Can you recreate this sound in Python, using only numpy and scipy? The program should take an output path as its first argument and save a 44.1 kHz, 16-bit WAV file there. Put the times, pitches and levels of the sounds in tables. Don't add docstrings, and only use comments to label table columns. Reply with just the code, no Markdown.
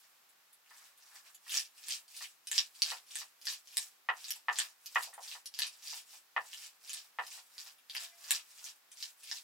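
import sys
import numpy as np
from scipy import signal
from scipy.io import wavfile
from scipy.ndimage import uniform_filter1d

SR = 44100
rng = np.random.default_rng(int(sys.argv[2]) if len(sys.argv) > 2 else 0)


def magnitude_from_level(level_db):
    exponent = np.asarray(level_db, float) / 20
    return 10 ** exponent


def unload_audio(sound):
    columns = np.transpose(np.atleast_2d(sound))
    steps = np.round(np.clip(columns, -1, 1) * 32767)
    wavfile.write(sys.argv[1], SR, steps.astype(np.int16))


N = 415863


def at_hz(points, hz):
    table_hz, values = np.array(points).T
    return np.interp(np.log(hz), np.log(table_hz), values)


def rms_one(x):
    return x / np.sqrt(np.mean(x ** 2) + 1e-20)


def band(x, low_hz, high_hz):
    edges_hz = [low_hz, min(high_hz, 0.45 * SR)]
    return signal.sosfilt(signal.butter(2, edges_hz, "band", fs=SR, output="sos"), x)


def thin(x, cut_hz):
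    return signal.sosfilt(signal.butter(4, cut_hz, "high", fs=SR, output="sos"), x)


def drift(rate_hz):
    pole = np.exp(-2 * np.pi * rate_hz / SR)
    noise = rng.standard_normal(N + SR)
    return rms_one(signal.lfilter([1], [1, -2 * pole, pole * pole], noise)[SR:])


def ring(clicks, hz, t60_s):
    radius = magnitude_from_level(-60 / (t60_s * SR))
    angle = 2 * np.pi * hz / SR
    return signal.lfilter([0, np.sin(angle)], [1, -2 * radius * np.cos(angle), radius * radius], clicks + 1e-18)


def burst(hz, cycles):
    phase = hz * np.arange(400) / SR
    shape = phase * np.exp(-phase / cycles) * np.sin(2 * np.pi * phase)
    return shape / np.max(np.abs(shape))


def grains(per_s, spread_db, low_hz, high_hz, cycles, colour):
    sizes = magnitude_from_level(spread_db * np.minimum(rng.exponential(1, N), 4)) * rng.choice([-1, 1], N)
    born = rng.random(N) < per_s * magnitude_from_level(4.5 * drift(45)) / SR
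    pitches_hz = np.geomspace(low_hz, high_hz, num=16)
    dealt = rng.integers(0, 16, N)
    total = 0
    for k, hz in enumerate(pitches_hz):
        clicks = sizes * born * (dealt == k)
        total = total + magnitude_from_level(at_hz(colour, hz)) * hz * ring(clicks, hz, cycles / hz)
    return rms_one(total)


BITE_DB_PER_S, EASE_DB_PER_S = 369, 284


def push(stop_s, length_s, first_db, last_db):
    corners_s = [stop_s - length_s - 1, stop_s - length_s, stop_s, stop_s + 1]
    corners_db = [first_db - BITE_DB_PER_S, first_db, last_db, last_db - EASE_DB_PER_S]
    return np.interp(np.arange(0, N, 64) / SR, corners_s, corners_db)


# stop_s, length_s, first_crunch_db, last_crunch_db, drag_db
STROKES = [(1.552, 0.035, -39, -31, -60), (1.921, 0.15, -65, -38.5, -62), (2.226, 0.098, -55, -43, -75),
           (2.58, 0.065, -49.5, -35.5, -60.5), (2.914, 0.07, -44.5, -41.5, -56),
           (3.19, 0.076, -53, -43, -68), (3.499, 0.067, -62.5, -39.5, -60.5), (3.818, .15, -65, -44, -72),
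           (4.35, .18, -53.5, -54, -69), (4.608, 0.05, -45, -38.5, -53), (5.037, 0.26, -75.5, -44.5, -64),
           (5.32, 0.1, -53.5, -44, -62.5), (5.607, 0.039, -55.5, -34, -57.5), (5.976, 0.12, -46, -47, -71),
           (6.142, 0.12, -69, -55, -73), (6.65, 0.23, -58, -48, -70), (6.973, 0.12, -55, -49, -68),
           (7.353, 0.14, -60.5, -48, -68), (7.673, 0.28, -76.5, -51.5, -65),
           (8.016, 0.087, -54, -40.5, -60.5), (8.348, 0.23, -72.5, -39, -55.5),
           (8.672, 0.24, -68, -47.5, -66), (9.047, 0.047, -52, -47, -70), (9.364, 0.12, -50.5, -45.5, -86)]
# stop_s, length_s, first_crunch_db, last_crunch_db, drag_db
NUDGES = [
    (.24, 0.29, -64.5, -88, -72),
    (0.49, .05, -95, -81, -85),
    (0.871, 0.16, -62, -63.5, -68),
    (1.174, .19, -73, -56.5, -64),
    (1.357, 0.088, -56.5, -79, -65),
    (2.803, 0.066, -63.5, -58, -80),
    (5.153, 0.013, -72, -73, -69),
    (5.794, 0.085, -61.5, -62, -72.5),
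    (7.134, 0.088, -63, -89, -75),
    (8.93, .01, -76.5, -66, -74),
]
CRUNCH_REST_DB, DRAG_REST_DB = -96, -85.5
WET_DB, WET_FOLLOWS = -53, 0.58
DRAG_FOLLOWS = 0.74


def effort():
    rows = np.array(STROKES + NUDGES)
    pushes_db = np.array([push(*row[:4]) for row in rows])
    drags_db = rows[:, 4:] + DRAG_FOLLOWS * (pushes_db - pushes_db.max(axis=1, keepdims=True))

    def strongest(levels_db, rest_db):
        coarse_db = np.maximum(levels_db.max(axis=0), rest_db)
        return np.interp(np.arange(N) / 64, np.arange(len(coarse_db)), coarse_db)

    crunch_db = strongest(pushes_db, CRUNCH_REST_DB)
    juice_db = WET_DB + WET_FOLLOWS * (crunch_db + 45)
    return crunch_db, juice_db, strongest(drags_db, DRAG_REST_DB)


# hz, level_db (per Hz)
CRUNCH = [(1500, -17.5), (1900, -12.5), (2600, 6), (3500, -9.5), (4500, 5.5), (6000, 2.5), (9000, -6.5)]
# hz, level_db (per Hz)
JUICE = [(8500, -1.5), (11000, -13), (13500, -11), (16000, -6)]
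# hz, level_db (per Hz)
RUMBLE = [(600, -7.5), (900, -0.5), (1400, 0.5), (2000, 7.5)]


def strokes():
    crunch_db, juice_db, rumble_db = effort()
    crunch = grains(2600, 5.3, 1500, 9000, 7, CRUNCH)
    juice = grains(6000, 4.5, 8500, 16000, 7, JUICE)
    rumble = grains(2500, 3, 600, 2000, 7, RUMBLE)
    mix = magnitude_from_level(crunch_db) * thin(crunch, 2350)
    mix = mix + magnitude_from_level(juice_db) * juice + magnitude_from_level(rumble_db) * rumble
    return magnitude_from_level(-5.0) * mix


# start_s, peak_db, pitch_hz, treble_db, jolt_db (both re peak)
CLOVES = [(1.5425, -22, 5260, -30, -12), (1.572, -17.5, 5170, -14, -18), (1.5952, -25, 5500, -4.5, -25),
          (1.8845, -33, 4530, 5.5, -6), (1.9074, -23.5, 5350, -27, -39), (2.5152, -15.5, 7740, -18, -16),
          (2.58, -10.5, 4780, -35, -20), (2.8203, -12.5, 4720, -9.5, -44), (2.9033, -26, 4400, -7, -18),
          (3.1559, -21.5, 8000, -16, -13), (3.47, -21, 4760, -38, -11.5), (3.7706, -11, 8440, -17.5, -19),
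          (4.3064, -21, 5400, -1, -36), (4.587, -12.5, 7740, -30, -14.5), (4.6, -24, 4340, -40, -6),
          (4.9491, -31, 5970, -6, -30), (5.5898, -24, 4530, 1, -5), (5.6199, -18.5, 3900, -26, -14.5),
          (6.9326, -22.5, 8300, -17, -21), (7.9506, -26, 2960, -6, -7), (7.9667, -24, 4670, -52, -10),
          (8.3079, -8.5, 8300, -8.5, -16.5), (9.0265, -25.5, 4500, -13, -29), (9.3138, -25, 5100, -39, -5)]
# start_s, peak_db, pitch_hz
SKINS = [(0.2915, -54.5, 8800), (0.5297, -51, 9950), (.9765, -52, 9700), (1.3465, -42, 7360),
         (1.479, -45, 2680), (1.4946, -34, 3180), (1.52, -31.5, 2870), (1.7794, -47, 5530),
         (2.0797, -51, 4700), (2.166, -35.5, 5360), (2.4713, -31, 5600), (2.751, -48.5, 4560),
         (3.0656, -54, 4960), (3.107, -43, 3670), (3.4145, -44, 5260), (3.4546, -32, 5700),
         (3.5255, -34, 4700), (3.727, -45, 3250), (4.357, -41.5, 8000), (4.8597, -34, 5460),
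         (5.024, -32.5, 8800), (5.1383, -43, 8700), (5.2295, -40, 5900), (5.4582, -33.5, 5450),
         (5.6673, -33, 5330), (6.8756, -43, 4430), (7.2667, -38.5, 5130), (7.784, -53.5, 3160),
         (8.917, -41.5, 6440), (9.233, -41, 6100)]
# start_s, peak_db, pitch_hz
FIBRES = [(.6619, -55, 2820), (1.0244, -46, 5800), (1.8585, -47, 2830), (2.2426, -32.5, 2800),
          (2.8627, -30.5, 3940), (2.9696, -39, 4200), (3.6734, -39.5, 5700), (4.2432, -33.5, 4380),
          (4.2838, -28.5, 7200), (4.5287, -32.5, 6560), (4.57, -40, 5800), (5.0104, -50, 4460),
          (5.3143, -34.5, 3820), (5.54, -33.5, 4900), (5.8293, -41, 5560), (5.874, -31.5, 4840),
          (6.108, -49, 5150), (6.5317, -33, 3060), (6.895, -26, 6500), (6.906, -43, 4120),
          (6.981, -42, 6000), (7.581, -31.5, 4750), (7.601, -32, 5860), (7.898, -32.5, 3940),
          (8.2423, -42, 4200), (8.6428, -34, 6050), (8.6636, -38, 3900), (8.972, -40, 5400),
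          (9.2736, -38, 5000), (9.357, -35, 5500)]
SKIN_TREBLE_DB, SKIN_JOLT_DB, SKIN_TEAR = -2.5, -62.5, 0.8
FIBRE_TREBLE_DB, FIBRE_JOLT_DB, FIBRE_TEAR = -12, -32, 0.3


def breaks():
    cloves = [(*row, 0) for row in CLOVES]
    skins = [(*row, SKIN_TREBLE_DB, SKIN_JOLT_DB, SKIN_TEAR) for row in SKINS]
    fibres = [(*row, FIBRE_TREBLE_DB, FIBRE_JOLT_DB, FIBRE_TEAR) for row in FIBRES]
    return sorted(cloves + skins + fibres)


FIBRE_CUT_HZ = 2150


def snaps():
    cracks, jolts = np.zeros((2, N + 400))
    events = breaks()
    chance = rng.random((len(events), 3))
    for (start_s, peak_db, pitch_hz, treble_db, jolt_db, tear), (u, w, late) in zip(events, chance):
        crack = burst(pitch_hz, cycles=0.7) + 0.55 * burst(3400 + 1600 * w, cycles=0.45)
        crack += magnitude_from_level(treble_db + 4) * burst(8300 + 3700 * u, cycles=0.92)
        crack -= 0.4 * np.roll(crack, 10 + int(30 * late))
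        crack += tear * (np.roll(crack, 70 + int(60 * w)) - np.roll(crack, 170 + int(90 * u)))
        stone = burst(1700 + 200 * w, cycles=1.1)
        stone += 0.8 * burst(2300 + 400 * u, cycles=1.1)
        stone += 0.35 * burst(1050, cycles=0.6)
        at = round(start_s * SR)
        cracks[at:at + 400] += magnitude_from_level(peak_db - 1.0) * crack
        jolts[at:at + 400] += magnitude_from_level(peak_db - 1.0) * magnitude_from_level(jolt_db - 7) * stone
    return thin(band(cracks[:N], FIBRE_CUT_HZ, SR), 0.5 * FIBRE_CUT_HZ) + jolts[:N]


# mode_hz, level_db, t60_s
PESTLE = [(1833, -3, 0.072), (2750, -5.5, 0.033), (4574, -15.5, 0.048), (8396, -1, 0.058)]


def pestle(food):
    rings = sum(magnitude_from_level(level_db - 37.5) * ring(food, mode_hz, min(t60_s, 0.03))
                for mode_hz, level_db, t60_s in PESTLE)
    return food + rings


# start_s, peak_db, hardness_db (upper ring re peak)
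KNOCKS = [(0.708, -54, 2.5), (1.464, -59, 7), (2.208, -45, 0.5), (2.917, -29, -9.5), (3.214, -44, -2),
          (4.087, -19.5, -1.5), (4.359, -50.5, -16), (4.483, -20.5, -1), (4.957, -20, 1),
          (5.073, -40.5, -29), (5.129, -47, -4), (5.178, -32, -20.5), (5.35, -40, -6.5), (5.928, -40.5, -9),
          (6.133, -50, -14), (6.363, -19.5, -4), (7.186, -22, -5), (7.376, -45, -8.5), (7.663, -50.5, -7.5),
          (7.95, -55.5, 6)]
# mode_hz, level_db, t60_s
SLAB = [(770, -31.5, 0.055), (826, -6.5, 0.19), (976, 3, 0.19), (1051, 0.5, 0.23), (1183, 5.5, 0.077),
        (1190, -9, 0.19), (1390, 1.5, 0.2), (1775, 6.5, 0.12), (1928, -1.5, 0.21), (2100, -14, 0.047),
        (2530, 9.5, 0.052), (2900, 4, 0.063)]
SOFT_HZ, HARD_HZ_PER_DB = 963, 9.5


def knocks():
    pulse = np.zeros(N + 400)
    for start_s, peak_db, hardness_db in KNOCKS:
        hard = burst(1860, cycles=1.2)
        hard += magnitude_from_level(-5) * burst(2450, cycles=0.8)
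        hard += magnitude_from_level(-3) * burst(1250, cycles=0.8)
        dull = burst(SOFT_HZ + HARD_HZ_PER_DB * hardness_db, cycles=0.45)
        dull += 0.18 * burst(534, cycles=0.99)
        at = round((start_s + 0.001) * SR)
        pulse[at:at + 400] += magnitude_from_level(peak_db - 1) * (magnitude_from_level(hardness_db) * hard + magnitude_from_level(-5.5) * dull)
    pulse = pulse[:N]
    sides_db = rng.normal(0, 1.5, (len(SLAB), 2, 1))
    rings = 0
    for k, (mode_hz, level_db, t60_s) in enumerate(SLAB):
        gain = magnitude_from_level(level_db - 43 + sides_db[k]) * (-1) ** k
        rings = rings + gain * ring(pulse, mode_hz, min(t60_s, 0.13))
    return pulse, rings


# delay_s, level_db
ECHOES = [(.0019, -14), (.0056, -10), (.0092, -14), (.0135, -13), (.019, -15)]
# hz, t60_s
ROOM_T60 = [(300, .2), (1000, .14), (3000, .125), (8000, .12), (15000, .09)]
# hz, hold_s
ROOM_HOLD = [(1000, .018), (2500, .014), (5000, .007)]
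# hz, share
ROOM_SIDE = [(300, .25), (600, 0.3), (1200, 0.76), (4000, 0.87), (9000, 0.92), (14000, 0.28)]


def room(x, tail_db):
    t = np.arange(SR // 3) / SR
    edges_hz = 150 * 2 ** np.arange(0, 7.1, 0.25)
    white = rng.standard_normal((2, 2, len(t)))
    tail = 0
    for k, (low_hz, high_hz) in enumerate(zip(edges_hz, edges_hz[1:])):
        hz = np.sqrt(low_hz * high_hz)
        fall = magnitude_from_level(-60 * np.maximum(t - at_hz(ROOM_HOLD, hz), 0) / at_hz(ROOM_T60, hz))
        mid, side = [np.sqrt(hz) * rms_one(fall * part) for part in band(white[k % 2], low_hz, high_hz)]
        tail = tail + mid + at_hz(ROOM_SIDE, hz) * side * [[1], [-1]]
    lumps_db = 4 * rms_one(uniform_filter1d(rng.standard_normal(len(t)), size=70))
    onset = np.clip((t - 0.001) / 0.00033, 0, 1)
    reply = magnitude_from_level(tail_db) * rms_one(magnitude_from_level(lumps_db) * tail) * onset
    for delay_s, level_db in ECHOES:
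        smear = rng.standard_normal(40) + 0.7 * rng.standard_normal((2, 40))
        at = round(delay_s * SR)
        reply[:, at:at + 40] += magnitude_from_level(level_db) * smear * np.hanning(40) / 5
    return signal.oaconvolve(x[None], reply, axes=1)[:, :N]


def moving_room(sent):
    spot = 2 * np.pi * 0.8 * np.arange(N) / SR
    spot += 1.4 * np.sin(29 * spot)
    return room(sent * np.cos(spot), tail_db=-36.5) + room(sent * np.sin(spot), tail_db=-36.5)


def floor_thud(wet):
    thud = band(band(wet.mean(axis=0) + 0.28 * wet, 83, 370), 82, 310)
    return magnitude_from_level(-28.5) * thin(thud, 80)


# multiple, level_db
HOOT_ORDERS = [(2.39, -5), (2.97, 3), (3.45, 1.5)]
HOOT_HZ, HOOT_S, HOOT_DB = 686, 8.025, -68
HOOT_RISE_DB_PER_S, HOOT_SAG_DB_PER_S = 520, 90
CREST_S, CREST_DB, CREST_FADE_DB_PER_S, CREST_RISE_PER_S = 8.135, -68, 500, 0.5


def hoot():
    phase = 2 * np.pi * np.cumsum(HOOT_HZ * (1 + 0.0015 * drift(8))) / SR
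    t = np.arange(N) / SR
    start_drop_db, crest_drop_db = [np.maximum(HOOT_RISE_DB_PER_S * (s - t), HOOT_SAG_DB_PER_S * (t - s))
                                    for s in (HOOT_S, CREST_S)]
    tone_db = HOOT_DB - np.minimum(start_drop_db, crest_drop_db)
    tone_db = tone_db - HOOT_RISE_DB_PER_S * np.maximum(t - CREST_S - 0.075, 0)
    over_db = CREST_DB - CREST_FADE_DB_PER_S * np.abs(t - CREST_S)
    slid_phase = phase + np.pi * HOOT_HZ * CREST_RISE_PER_S * (t - CREST_S) ** 2
    overtones = sum(magnitude_from_level(level_db) * np.sin(multiple * slid_phase) for multiple, level_db in HOOT_ORDERS)
    return magnitude_from_level(tone_db) * np.sin(phase) + magnitude_from_level(over_db) * overtones


# hz, level_db (per Hz)
HISS = [(24, -51.5), (112, -13), (382, -5.5), (1020, 4.5), (2570, 2), (6170, 0), (11600, -9.5), (14800, 4)]
# hz, likeness
HISS_ALIKE = [(60, .8), (250, .8), (600, 0.3), (2000, 0.094), (8000, 0.1), (16000, 0.1)]
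HISS_DB = -67.5


def hiss():
    edges_hz = 22 * 2 ** np.arange(0, 9.8, 0.5)
    flicker_db = 0.6 * drift(2.5)
    white = rng.standard_normal((2, 2, N))
    out = 0
    for k, (low_hz, high_hz) in enumerate(zip(edges_hz, edges_hz[1:])):
        mid, side = band(white[k % 2], low_hz, high_hz)
        hz = np.sqrt(low_hz * high_hz)
        alike = np.clip(at_hz(HISS_ALIKE, hz), -1, 1)
        pair = np.sqrt(1 + alike) * mid + np.sqrt(1 - alike) * side * [[1], [-1]]
        out = out + magnitude_from_level(at_hz(HISS, hz)) * pair
    return magnitude_from_level(HISS_DB + flicker_db) * rms_one(out)


BASS_CUT_HZ = 720


def scene():
    pulse, rings = knocks()
    food = pestle(strokes() + snaps())
    wet = moving_room(magnitude_from_level(-2.5) * food + pulse)
    left, right = food + pulse + rings + wet
    left = signal.lfilter([0.25, 1], [1, 0.25], left)
    near = thin(np.array([left, right]), BASS_CUT_HZ)
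    return near + floor_thud(wet) + hiss() + hoot()


def top_cut(x):
    return signal.sosfilt(signal.butter(12, 17020, fs=SR, output="sos"), x)


TOP_CUT_HZ = 16100


def record(dry):
    top = signal.cheby2(10, 45, TOP_CUT_HZ + 700, fs=SR, output="sos")
    return top_cut(signal.sosfilt(top, dry))


dry = scene()
out = record(dry)
unload_audio(out)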